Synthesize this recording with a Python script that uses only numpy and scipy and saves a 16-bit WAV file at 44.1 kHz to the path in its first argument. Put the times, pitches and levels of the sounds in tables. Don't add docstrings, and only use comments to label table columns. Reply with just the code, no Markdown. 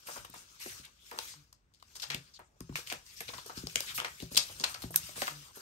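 import sys
import numpy as np
from scipy import signal
from scipy.fft import rfft, irfft
from scipy.io import wavfile
from scipy.ndimage import uniform_filter1d

SR = 44100
rng = np.random.default_rng(int(sys.argv[2]) if len(sys.argv) > 2 else 0)


def undo_db(level):
    steps = np.asarray(level, float) / 20
    return 10 ** steps


def materialize(psi):
    bounded = np.clip(np.atleast_2d(psi).T, -1, 1)
    quanta = np.round(bounded * 32767).astype(np.int16)
    wavfile.write(sys.argv[1], SR, quanta)


N = 247401


def evened(x):
    return x / np.sqrt(np.mean(x ** 2) + 1e-20)


def read(points, hz):
    f, value = np.transpose(points)
    return np.interp(np.log(hz + 1), np.log(f + 1), value)


def add(mix, s, sound):
    part = mix[..., max(round(s * SR), 0):][..., :sound.shape[-1]]
    part += sound[..., :part.shape[-1]]


def band(x, lo_hz, hi_hz):
    sos = signal.butter(2, [lo_hz, min(hi_hz, SR / 2.1)], "bandpass", fs=SR, output="sos")
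    return signal.sosfilt(sos, x)


def shaped(x, spectrum):
    return irfft(rfft(x) * undo_db(read(spectrum, np.fft.rfftfreq(N, 1 / SR))), N)


def lean():
    # t/s, rumble level/dB
    weight = [(0.0, -80), (0.23, -59), (0.449, -90), (0.75, -61.5), (0.95, -79), (1.1, -78), (1.22, -67),
              (1.4, -80), (1.81, -88), (2.15, -65), (2.45, -74), (2.86, -62.5), (3.09, -70), (3.35, -61),
              (3.55, -67), (4.05, -63), (4.3, -72), (4.94, -55.5), (5.61, -72)]
    s, db = np.transpose(weight)
    rumble = band(band(rng.standard_normal(N), 42, 156), 42, 156)
    rumble *= undo_db(4.2 * evened(uniform_filter1d(rng.standard_normal(N), size=3000)))
    return evened(rumble) * undo_db(np.interp(np.arange(N) / SR, s, db))


def air():
    # f/Hz, density/dB per Hz
    room_spectrum = [(20, -67), (40, -4.5), (63, -6.5), (120, -14), (700, -33), (1500, -31), (5000, -45),
                     (13000, -54)]
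    level_db = -71
    return undo_db(level_db) * evened(shaped(rng.standard_normal((2, N)), room_spectrum))


def crackle():
    out = np.zeros((2, N))
    for hz in np.geomspace(500, 12000, num=10):
        clump = undo_db(5.3 * evened(uniform_filter1d(rng.standard_normal(N), 700)))
        size = undo_db(1.3 * np.minimum(rng.exponential(1, N), 4))
        struck = rng.random(N) < 350 / SR
        folds = clump * size * struck * rng.choice([-1, 1], (2, N))
        out += np.sqrt(hz) * evened(band(folds, hz / 1.4, hz * 1.25))
    return evened(out)


def patchy(x, patchy_db):
    z = signal.stft(x, nperseg=256)[2]
    field = uniform_filter1d(rng.standard_normal(z.shape[1:]), size=2, axis=0)
    field = uniform_filter1d(field, size=9, axis=1)
    return signal.istft(z * undo_db(patchy_db * evened(field)), nperseg=256)[1][:, :N]


def stroke_db(t, start, hold):
    attack_s, release_db_per_s = 0.024, 186
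    rise = np.clip((t - start) / attack_s, 1e-5, 1)
    return 20 * np.log10(rise) - release_db_per_s * np.maximum(t - start - attack_s - hold, 0)


def slide():
    # f/Hz, density/dB per Hz
    paper_spectrum = [(150, 12), (300, -1), (800, -8), (1600, 15), (4100, 10), (7300, 17), (10000, 9),
                      (15700, -2)]
    # t/s, level/dB
    fidget = [(0, -59), (.4, -61), (.56, -58), (.96, -68), (1.4, -65), (1.5, -75.5), (1.67, -89.5),
              (1.8, -73.5), (1.92, -61.5), (2.3, -64.5), (2.53, -79), (2.75, -58), (3.02, -61), (3.5, -55),
              (4.29, -60.5), (4.9, -59.5), (5.52, -60.5), (5.61, -60)]
    # start/s, hold/s, rubbing level/dB, flapping body/dB re rubbing
    strokes = [(0.049, 0.1, -47, -4.5), (0.32, 0.052, -53, -6.5), (0.588, 0.093, -45, -13),
               (0.723, 0.056, -53.5, -5.5), (0.987, 0.044, -63.5, -8), (1.043, .11, -55.5, -10),
               (1.171, 0.086, -47, -10), (1.939, 0.15, -57.5, -2.5), (2.11, 0.026, -55.5, -7),
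               (2.751, 0.012, -45.5, -3.5), (2.851, 0.051, -48.5, -10.5), (3.043, .11, -56.5, -30),
               (3.156, 0.073, -53.5, -22), (3.26, 0.086, -51.5, -2.5), (3.437, 0.09, -56.5, -1),
               (3.541, 0.016, -47, -5.5), (3.672, .07, -51.5, -7.5), (3.765, 0.12, -45.5, -6),
               (3.994, 0.13, -53.5, -8), (4.164, 0.037, -52.5, -19), (4.302, 0.2, -47.5, -9),
               (4.54, 0.13, -51.5, -4.5), (4.656, 0.027, -44.5, -4), (4.78, 0.027, -51, -6.5),
               (4.924, 0.16, -47, -9.5), (5.147, 0.058, -40.5, -7.5), (5.239, 0.038, -44.5, -3),
               (5.356, 0.076, -53.5, -10), (5.538, .06, -50.5, -2.5)]
    fidget_body_db, fidget_crisp_db = -6, -3
    crisp_db, crisp_per_db, hard_db = -1.5, 0.06, -45

    t = np.arange(0, N + 64, 64) / SR
    rubbing = undo_db(np.interp(t, *np.transpose(fidget))) ** 2
    body = rubbing * undo_db(fidget_body_db) ** 2
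    bright = rubbing * undo_db(fidget_crisp_db) ** 2
    for start, hold, level_db, body_db in strokes:
        power = undo_db(level_db + stroke_db(t, start, hold)) ** 2
        rubbing = rubbing + power
        bright = bright + power
        body = body + power * undo_db(body_db) ** 2
    hardness_db = 10 * np.log10(rubbing) - hard_db
    crisp = bright * undo_db(crisp_db + crisp_per_db * hardness_db) ** 2
    rubbing, body, crisp = (np.interp(np.arange(N) / SR, t, np.sqrt(p)) for p in (rubbing, body, crisp))

    grip = undo_db(0.94 * evened(uniform_filter1d(rng.standard_normal(N), 500)))
    hiss = grip * rng.standard_normal((2, N))
    paper = patchy(shaped(hiss + 0.39 * crackle(), paper_spectrum), patchy_db=3)
    layers = rubbing * evened(band(paper, 1550, 6670))
    layers += body * evened(band(paper, 300, 1250))
    return layers + crisp * evened(band(paper, 9000, 18000))


def snaps():
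    # t/s, peak/dB, ring f/Hz, crispness/dB re peak, buckling time/ms
    dry_creases = [(0.247, -38.5, 3330, -17, 3.3), (0.3416, -39.5, 1640, 11, 1.5),
                   (0.849, -38.5, 3360, -17.5, 3.4), (1.1129, -37, 1830, -17, 1.7),
                   (1.188, -19.5, 3730, -23, 1.3), (1.5271, -45.5, 6140, -16, 2),
                   (1.825, -45.5, 4470, -25, 1.9), (2.145, -25, 3740, -20.5, 1.96),
                   (2.393, -47, 1570, 0, 1), (2.606, -34, 5500, -11, 0.96), (3.2879, -37.5, 3880, -43, 1.9),
                   (3.671, -28, 5060, -24, 1.15), (3.7569, -13.5, 6650, -16.5, 1.8),
                   (2.9246, -21.5, 2730, -19.5, 1.2), (3.805, -20.5, 5100, -12.5, 1.4),
                   (4.0012, -22, 2950, -31, 0.74), (4.347, -30, 4800, -32, 1.9),
                   (4.357, -24, 4100, -29.5, 2.2), (4.3689, -11.5, 3760, -10.5, 1.4),
                   (4.3726, -7.5, 4890, -22, 3.6), (4.6381, -16.5, 4100, -25, 3.5),
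                   (4.742, -29.5, 4570, -22.5, 3.6), (4.941, -32, 1520, 4, 1.4),
                   (4.9597, -6, 7500, -2, 1.2)]
    # t/s, peak/dB, ring f/Hz, crispness/dB re peak, buckling time/ms
    pops = [(0.6003, -39.5, 4480, -4, 1.5), (1.8, -56, 3630, -31, 0.97), (1.9532, -38.5, 4700, -16, 3.6),
            (1.9983, -34, 4700, -28, 2.2), (2.8723, -33, 2850, -24.5, 1.4),
            (3.0644, -43.5, 5630, -32, 0.82), (3.205, -28.5, 1860, -10.5, 2.6),
            (3.338, -36, 4600, -32.5, 1.5), (3.6978, -36.5, 2820, -27, 1.5),
            (2.9009, -26.5, 2380, -31.5, 0.78), (4.0467, -24.5, 1910, -29, 1.3),
            (4.2025, -32.5, 3760, -34, 1.1), (4.2234, -35, 4270, -18, 0.79), (4.32, -39, 8510, -6, 0.64),
            (5.2186, -21, 1820, -41, 1.5), (5.2697, -27.5, 2900, -23.5, 1.4)]
    # t/s, peak/dB, ring f/Hz, crispness/dB re peak
    peels = [(0.0703, -36, 2520, -7), (1.7376, -56, 4700, -35.5), (2.0204, -32, 4370, -13),
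             (2.1013, -24.5, 2220, -30.5), (2.756, -25, 2430, -18), (3.3812, -37.5, 3580, -18),
             (3.462, -35.5, 5400, -12), (3.573, -37.5, 4700, -28), (3.9775, -24.5, 2500, -15),
             (4.5982, -28, 5480, -33), (4.8202, -34.5, 4100, -12.5), (4.9073, -36.5, 9200, 13),
             (5.165, -37, 8140, -18), (5.5587, -42.5, 8970, 0)]
    snap_flutter_db, pop_flutter_db, peel_flutter_db, peel_ms = -16.5, -4.5, 1, 1.4

    out, t = np.zeros((2, N)), np.arange(9000) / SR
    pause = 1 - np.exp(-(t / .006) ** 2)
    creases = [(*r, snap_flutter_db) for r in dry_creases]
    creases += [(*r, pop_flutter_db) for r in pops]
    creases += [(*r, peel_ms, peel_flutter_db) for r in peels]
    for s, peak_db, hz, crisp_db, buckle_ms, flutter_db in sorted(creases):
        noise = rng.standard_normal((4, 2, len(t)))
        age = 1000 * t / buckle_ms
        burst = age ** 1.24 * np.exp(1.43 * (1 - age))
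        ragged_db = 2.9 * evened(uniform_filter1d(noise[3, 0], 90))
        flutter = undo_db(flutter_db + ragged_db - 60 * t / 0.095) * pause
        wide = band(noise[0], hz / 2.2, 12000)
        wide = evened(band(wide, hz / 2.2, min(hz * 2.5, 9000)))
        ring = evened(band(noise[1], hz / 1.232, hz * 1.158))
        crisp = undo_db(crisp_db + 7) * evened(band(noise[2], 8670, 13600))
        voice = 0.48 * wide + 0.47 * ring + crisp
        peak = abs(voice * burst).max(axis=1)[:, None]
        add(out, s - .0005, voice * (burst + flutter) * undo_db(peak_db) / peak)
    return out


def ticks():
    # t/s, peak/dB, ring f/Hz
    releases = [(0.0738, -37, 2620), (0.0871, -34, 1090), (0.2493, -35.5, 1120), (0.662, -34.5, 1760),
                (1.1308, -36, 1680), (1.1494, -41.5, 1210), (1.1618, -38.5, 1460), (1.1768, -38, 1340),
                (1.1889, -21.5, 5020), (1.529, -51, 6200), (1.7185, -66.5, 1080), (1.7401, -52.0, 4650),
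                (1.7475, -53.0, 4650), (1.8002, -54.5, 4520), (1.8266, -44, 1110), (1.9525, -41, 5680),
                (1.9674, -35.5, 4690), (2.1028, -26, 2840), (2.147, -26, 2890), (2.3903, -53, 1160),
                (2.4022, -49, 1170), (2.5656, -61, 600), (2.6055, -41, 5840), (2.6933, -49.5, 910),
                (2.7254, -45, 1000), (2.7569, -22, 2250), (2.7932, -33.5, 3570), (2.7963, -33, 5600),
                (2.8678, -41, 3190), (2.8759, -37.5, 2430), (2.9012, -30.5, 2430), (3.0653, -41.5, 5700),
                (3.2078, -28, 6630), (3.3019, -37.5, 1005), (3.3368, -36.5, 1020), (3.3843, -37, 1070),
                (3.4981, -37, 1174), (3.5035, -39.0, 1120), (3.6709, -25.0, 4430), (3.7578, -17.5, 2870),
                (3.8064, -22.5, 5440), (3.9788, -24.0, 2410), (4.0015, -22, 1410), (4.0171, -31, 1030),
                (4.047, -26, 1350), (4.0832, -34.0, 1290), (4.2029, -36.5, 3000), (4.2621, -41.5, 3770),
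                (4.3233, -35.0, 4500), (4.348, -30, 4910), (4.3682, -19.5, 3230), (4.3757, -13.5, 3750),
                (4.6416, -15.0, 4830), (4.9437, -33.0, 1720), (4.9603, -16, 11200), (5.2195, -26, 1690),
                (5.2706, -30.5, 2970), (5.2797, -23.0, 1480),
                (0.16, -40, 1130), (0.177, -40, 810), (0.251, -46, 3000), (0.34, -43, 1170),
                (2.766, -35, 2270), (2.918, -33, 2600), (3.076, -50, 5500), (3.217, -38, 6670),
                (3.282, -38, 2460), (3.29, -33, 4090), (3.308, -41, 4830), (3.344, -41, 2600),
                (3.464, -42, 5140), (3.765, -28, 6780), (3.894, -37, 3570), (3.9855, -31, 1020),
                (4.01, -30, 2800), (4.05, -32, 2000), (4.654, -32, 4770), (5.18, -40, 1290),
                (5.222, -28, 4160), (5.229, -29, 1810), (5.288, -31, 1700), (3.381, -36, 3700),
                (3.394, -42, 2800), (0.181, -42, 4800)]
    rise_cycles, edge_db = .8, -6
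    out, t = np.zeros(N), np.arange(600) / SR
    for s, peak_db, hz in releases:
        u = t * hz / rise_cycles
        ring = np.sin(2 * np.pi * hz * t) * u * np.exp(1 - u)
        edge = rng.standard_normal(len(t)) * np.exp(-t / 0.0005)
        add(out, s - .0003, undo_db(peak_db - 1.5) * (ring + undo_db(edge_db) * edge))
    return out


def flaps():
    # t/s, peak/dB, ring f/Hz
    loose = [(0.0863, -35, 950), (0.161, -35, 962), (0.176, -46, 1080), (1.135, -44, 613),
             (1.165, -49, 440), (0.339, -39, 1034), (0.602, -53, 1160), (1.117, -37, 906),
             (1.955, -47, 1010), (2.03, -37.5, 1440), (2.104, -36.5, 1014), (2.142, -40, 395),
             (2.391, -44.5, 917), (2.918, -34.5, 700), (3.335, -36.5, 1100), (3.496, -38, 887),
             (3.982, -31, 1200), (4.016, -33, 1000), (4.046, -30, 1100), (4.203, -47, 397),
             (4.371, -29.5, 1117), (4.494, -43, 527), (4.602, -42, 426), (4.638, -24.5, 1437),
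             (4.667, -45, 1460), (4.747, -33, 1320), (4.821, -45, 1250), (5.156, -43, 1360)]
    # t/s, peak/dB, ring f/Hz
    pats = [(0.248, -40, 930), (0.661, -39, 368), (1.188, -30.5, 883), (1.338, -49, 1050),
            (1.528, -57.5, 1000), (1.826, -50, 1044), (2.607, -44.5, 1075), (2.694, -48.5, 1100),
            (2.756, -33, 1064), (2.786, -42.5, 484), (3.209, -43, 455), (3.29, -37, 492),
            (3.384, -38, 1003), (3.461, -45, 440), (3.669, -40.5, 423), (3.757, -36.5, 466),
            (3.807, -39, 540), (4.225, -42, 373), (4.317, -42.5, 350), (4.348, -43, 423), (4.837, -36, 713),
            (4.906, -41.5, 440), (4.943, -36, 1650), (4.96, -28, 1470), (5.09, -44.5, 600),
            (5.179, -38.5, 462), (5.221, -27.5, 560), (5.279, -27.5, 1198), (5.571, -40.5, 430)]
    loose_t60_s, damped_t60_s = 0.14, 0.044
    out, t = np.zeros((2, N)), np.arange(5000) / SR
    for s, peak_db, hz, t60_s in sorted([(*r, loose_t60_s) for r in loose] + [(*r, damped_t60_s) for r in pats]):
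        noise = rng.standard_normal((2, len(t)))
        lumps = undo_db(2.5 * evened(uniform_filter1d(noise[1, ::-1], size=130)))
        rattle = evened(lumps * band(noise, hz / 2.4, hz * 1.8))
        falling_hz = hz * (1 + 0.54 * np.exp(-t / 0.00079))
        ring = np.sin(2 * np.pi * np.cumsum(falling_hz) / SR) * undo_db(-60 * t / 0.041)
        pat = ring + 1.09 * rattle * undo_db(-60 * t / t60_s)
        pat = pat * (1 - np.exp(-t / 0.00048))
        add(out, s - .0005, pat * undo_db(peak_db) / abs(pat[0]).max())
    return out


def knocks():
    # t/s, peak/dB
    taps = [(0.173, -54), (0.294, -51), (0.36, -55), (0.664, -52), (0.794, -51), (2.142, -38), (2.398, -58),
            (2.606, -36), (2.693, -33), (2.924, -46.5), (3.346, -52), (3.572, -36.5), (3.635, -33),
            (3.979, -44), (4.225, -32), (4.314, -40.5), (4.366, -40), (4.839, -31), (5.163, -49)]
    # f/Hz, level/dB, t60/s
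    modes = [(56.6, -1, 0.092), (120, -5, 0.16), (147, 4, 0.079), (164.3, -6, 0.21), (259.7, -11, 0.11),
             (375, -14.5, 0.17), (1000, -40, 0.017)]
    dimple_hz = 184.6
    out, t = np.zeros(N), np.arange(16000) / SR
    board = sum(undo_db(db - 60 * t / t60_s) * np.sin(2 * np.pi * hz * t) for hz, db, t60_s in modes)
    board = board * (1 - np.exp(-(t / 0.013) ** 2))
    sweep_hz = dimple_hz * (1 + 2.84 * np.exp(-t / 0.00396))
    blow = undo_db(-60 * t / 0.038) * np.sin(2 * np.pi * np.cumsum(sweep_hz) / SR)
    knock = blow * (1 - np.exp(-(t / 0.0052) ** 2)) + 0.44 * board
    for s, peak_db in taps:
        add(out, s - .001, undo_db(peak_db) * knock / abs(knock).max())
    return out


def swishes():
    # t/s, level/dB, f/Hz, length/s
    flicks = [(0.826, -55.5, 2700, 0.048), (1.96, -46.5, 6100, 0.016), (2.018, -39, 4300, 0.03),
              (2.102, -44, 2240, 0.062), (2.33, -60.5, 5500, 0.05), (0.765, -58, 4400, 0.06),
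              (3.863, -44.5, 2860, 0.068), (3.94, -37, 13000, .045), (4.382, -40.5, 5400, 0.065),
              (3.94, -44.5, 4500, 0.042), (3.7565, -23.5, 2660, 0.0038), (0.297, -51, 12000, .008),
              (1.27, -51.5, 5700, 0.087), (3.276, -43.5, 3130, 0.028)]
    out = np.zeros((2, N))
    for s, level_db, hz, length_s in flicks:
        noise = rng.standard_normal((2, 4000))[:, :round(length_s * SR)]
        hollow = evened(band(noise, hz / 1.55, hz * 1.41))
        add(out, s, undo_db(level_db) * hollow * signal.windows.tukey(hollow.shape[1], .6))
    return out


def whistles():
    # t/s, level/dB, from f/Hz, to f/Hz, length/s
    gaps = [(.97, -66, 3200, 3700, .13), (2.25, -68, 4100, 5000, 0.06), (2.33, -56, 5100, 3600, 0.057),
            (3.33, -57, 5800, 3800, 0.11), (3.16, -54, 5500, 5600, .045), (3.865, -50, 4200, 3000, .05),
            (5.7, -47, 1700, 1800, 0.047), (2.43, -75, 7700, 7400, .06), (.85, -70, 900, 1100, .06),
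            (2.47, -76, 700, 650, .12), (5.43, -63.5, 1200, 1000, .1)]
    relative_width, least_width_hz = .22, 600
    out = np.zeros((2, N))
    for s, level_db, from_hz, to_hz, length_s in gaps:
        noise = rng.standard_normal((2, 2, 7000))[..., :round(length_s * SR)]
        r = np.exp(-np.pi * max(relative_width * from_hz, least_width_hz) / SR)
        slow = signal.lfilter([1], np.convolve([1, -r], [1, -r]), noise[0] + 1j * noise[1])
        turn = 2 * np.pi * np.cumsum(np.linspace(from_hz, to_hz, slow.shape[1])) / SR
        tone = evened((slow * np.exp(1j * turn)).real)
        add(out, s, undo_db(level_db) * tone * signal.windows.tukey(slow.shape[1], .5))
    return out


def hum():
    # start/s, length/s, f/Hz, level/dB
    drags = [
        (1.35, 0.1, 147, -60),
        (2.08, 0.17, 140, -52.5),
        (2.7, 0.091, 146, -50),
        (4.55, 0.1, 145, -60.5),
        (4.88, 0.18, 158.4, -55),
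        (5.29, 0.17, 146.6, -53.5),
    ]
    sag = 0.059
    out = np.zeros(N)
    for s, length_s, hz, level_db in drags:
        u = np.arange(0, length_s, 1 / SR) / length_s
        turn = 2 * np.pi * np.cumsum(hz * (1 + sag * (.5 - u))) / SR
        tone = np.cos(turn) + undo_db(-12) * np.cos(2 * turn)
        swell = np.sin(np.pi * u ** 0.75) ** 1.1
        add(out, s, np.sqrt(2) * undo_db(level_db) * tone * swell)
    return out


def echo(x):
    # f/Hz, t60/s
    decay = [(300, 0.16), (2000, 0.22), (8000, 0.17), (16000, 0.016)]
    taps = np.zeros((2, SR // 2))
    at = np.arange(350, SR // 2 - 20, 20)
    taps[[[0], [1]], at + rng.integers(0, 20, (2, len(at)))] = rng.choice([-1., 1.], (2, len(at)))
    hz, t, z = signal.stft(taps, SR, nperseg=256)
    tail = signal.istft(z * undo_db(-60 * t / read(decay, hz)[:, None]), SR, nperseg=256)[1]
    return signal.fftconvolve(x, tail / np.linalg.norm(tail[0]), axes=1)[:, :N]


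def ports(shared, own, near):
    # f/Hz, likeness/1
    likeness = [(60, 0.91), (250, 0.8), (600, 0.36), (1800, 0.34), (4000, 0.068), (7200, 0.143),
                (8400, 0.46)]
    # f/Hz, left over right/dB
    shading = [(100, 1), (400, 0), (1100, 6.5), (2000, -0.5), (3000, 4.5), (4700, 8), (6300, 5.5),
               (7500, 2.5)]
    late_s, split_hz = 14 / SR, 8000
    even_hz, flip_hz, edge_hz = 8370, 1790, 15740
    hz = np.fft.rfftfreq(N, 1 / SR)
    steered = np.clip((hz - split_hz) / 800, 0, 1)
    turn = np.pi * (even_hz - hz) / flip_hz
    same = np.clip(read(likeness, hz), 0, 1)
    same = np.maximum(same, steered * (1 - .12 * np.sin(turn) ** 2))
    turn -= 2 / 3 * np.sin(2 * turn) - np.sin(4 * turn) / 12
    lag = np.exp(-1j * np.where(hz < split_hz, 2 * np.pi * hz * late_s, turn))
    far, close = rfft(shared), rfft(near)
    right = same * lag * far + np.sqrt(1 - same ** 2) * rfft(own) + lag * close
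    shade = undo_db(.5 * read(shading, hz) * (1 - steered))
    low_cut = hz ** 3 / (hz ** 3 + 30.0 ** 3)
    top_db = -35 * np.clip((hz - edge_hz) / 100, 0, 1) - 60 * np.clip((hz - 16500) / 400, 0, 1)
    return irfft(np.array([(far + close) * shade, right / shade]) * low_cut * undo_db(top_db), N)


def scene():
    paper = slide() + snaps() + flaps() + swishes()
    heard = paper + air() + undo_db(-11.0) * echo(paper[[0, 0]]) + whistles()
    table = lean() + knocks() + hum()
    scattered_rumble = 0.94 * lean()
    return ports(heard[0] + table, heard[1] + scattered_rumble, ticks())


def top_cut(x):
    return signal.sosfilt(signal.butter(12, 17130, fs=SR, output="sos"), x)


def record(dry):
    return top_cut(dry)


dry = scene()
out = record(dry)
materialize(out)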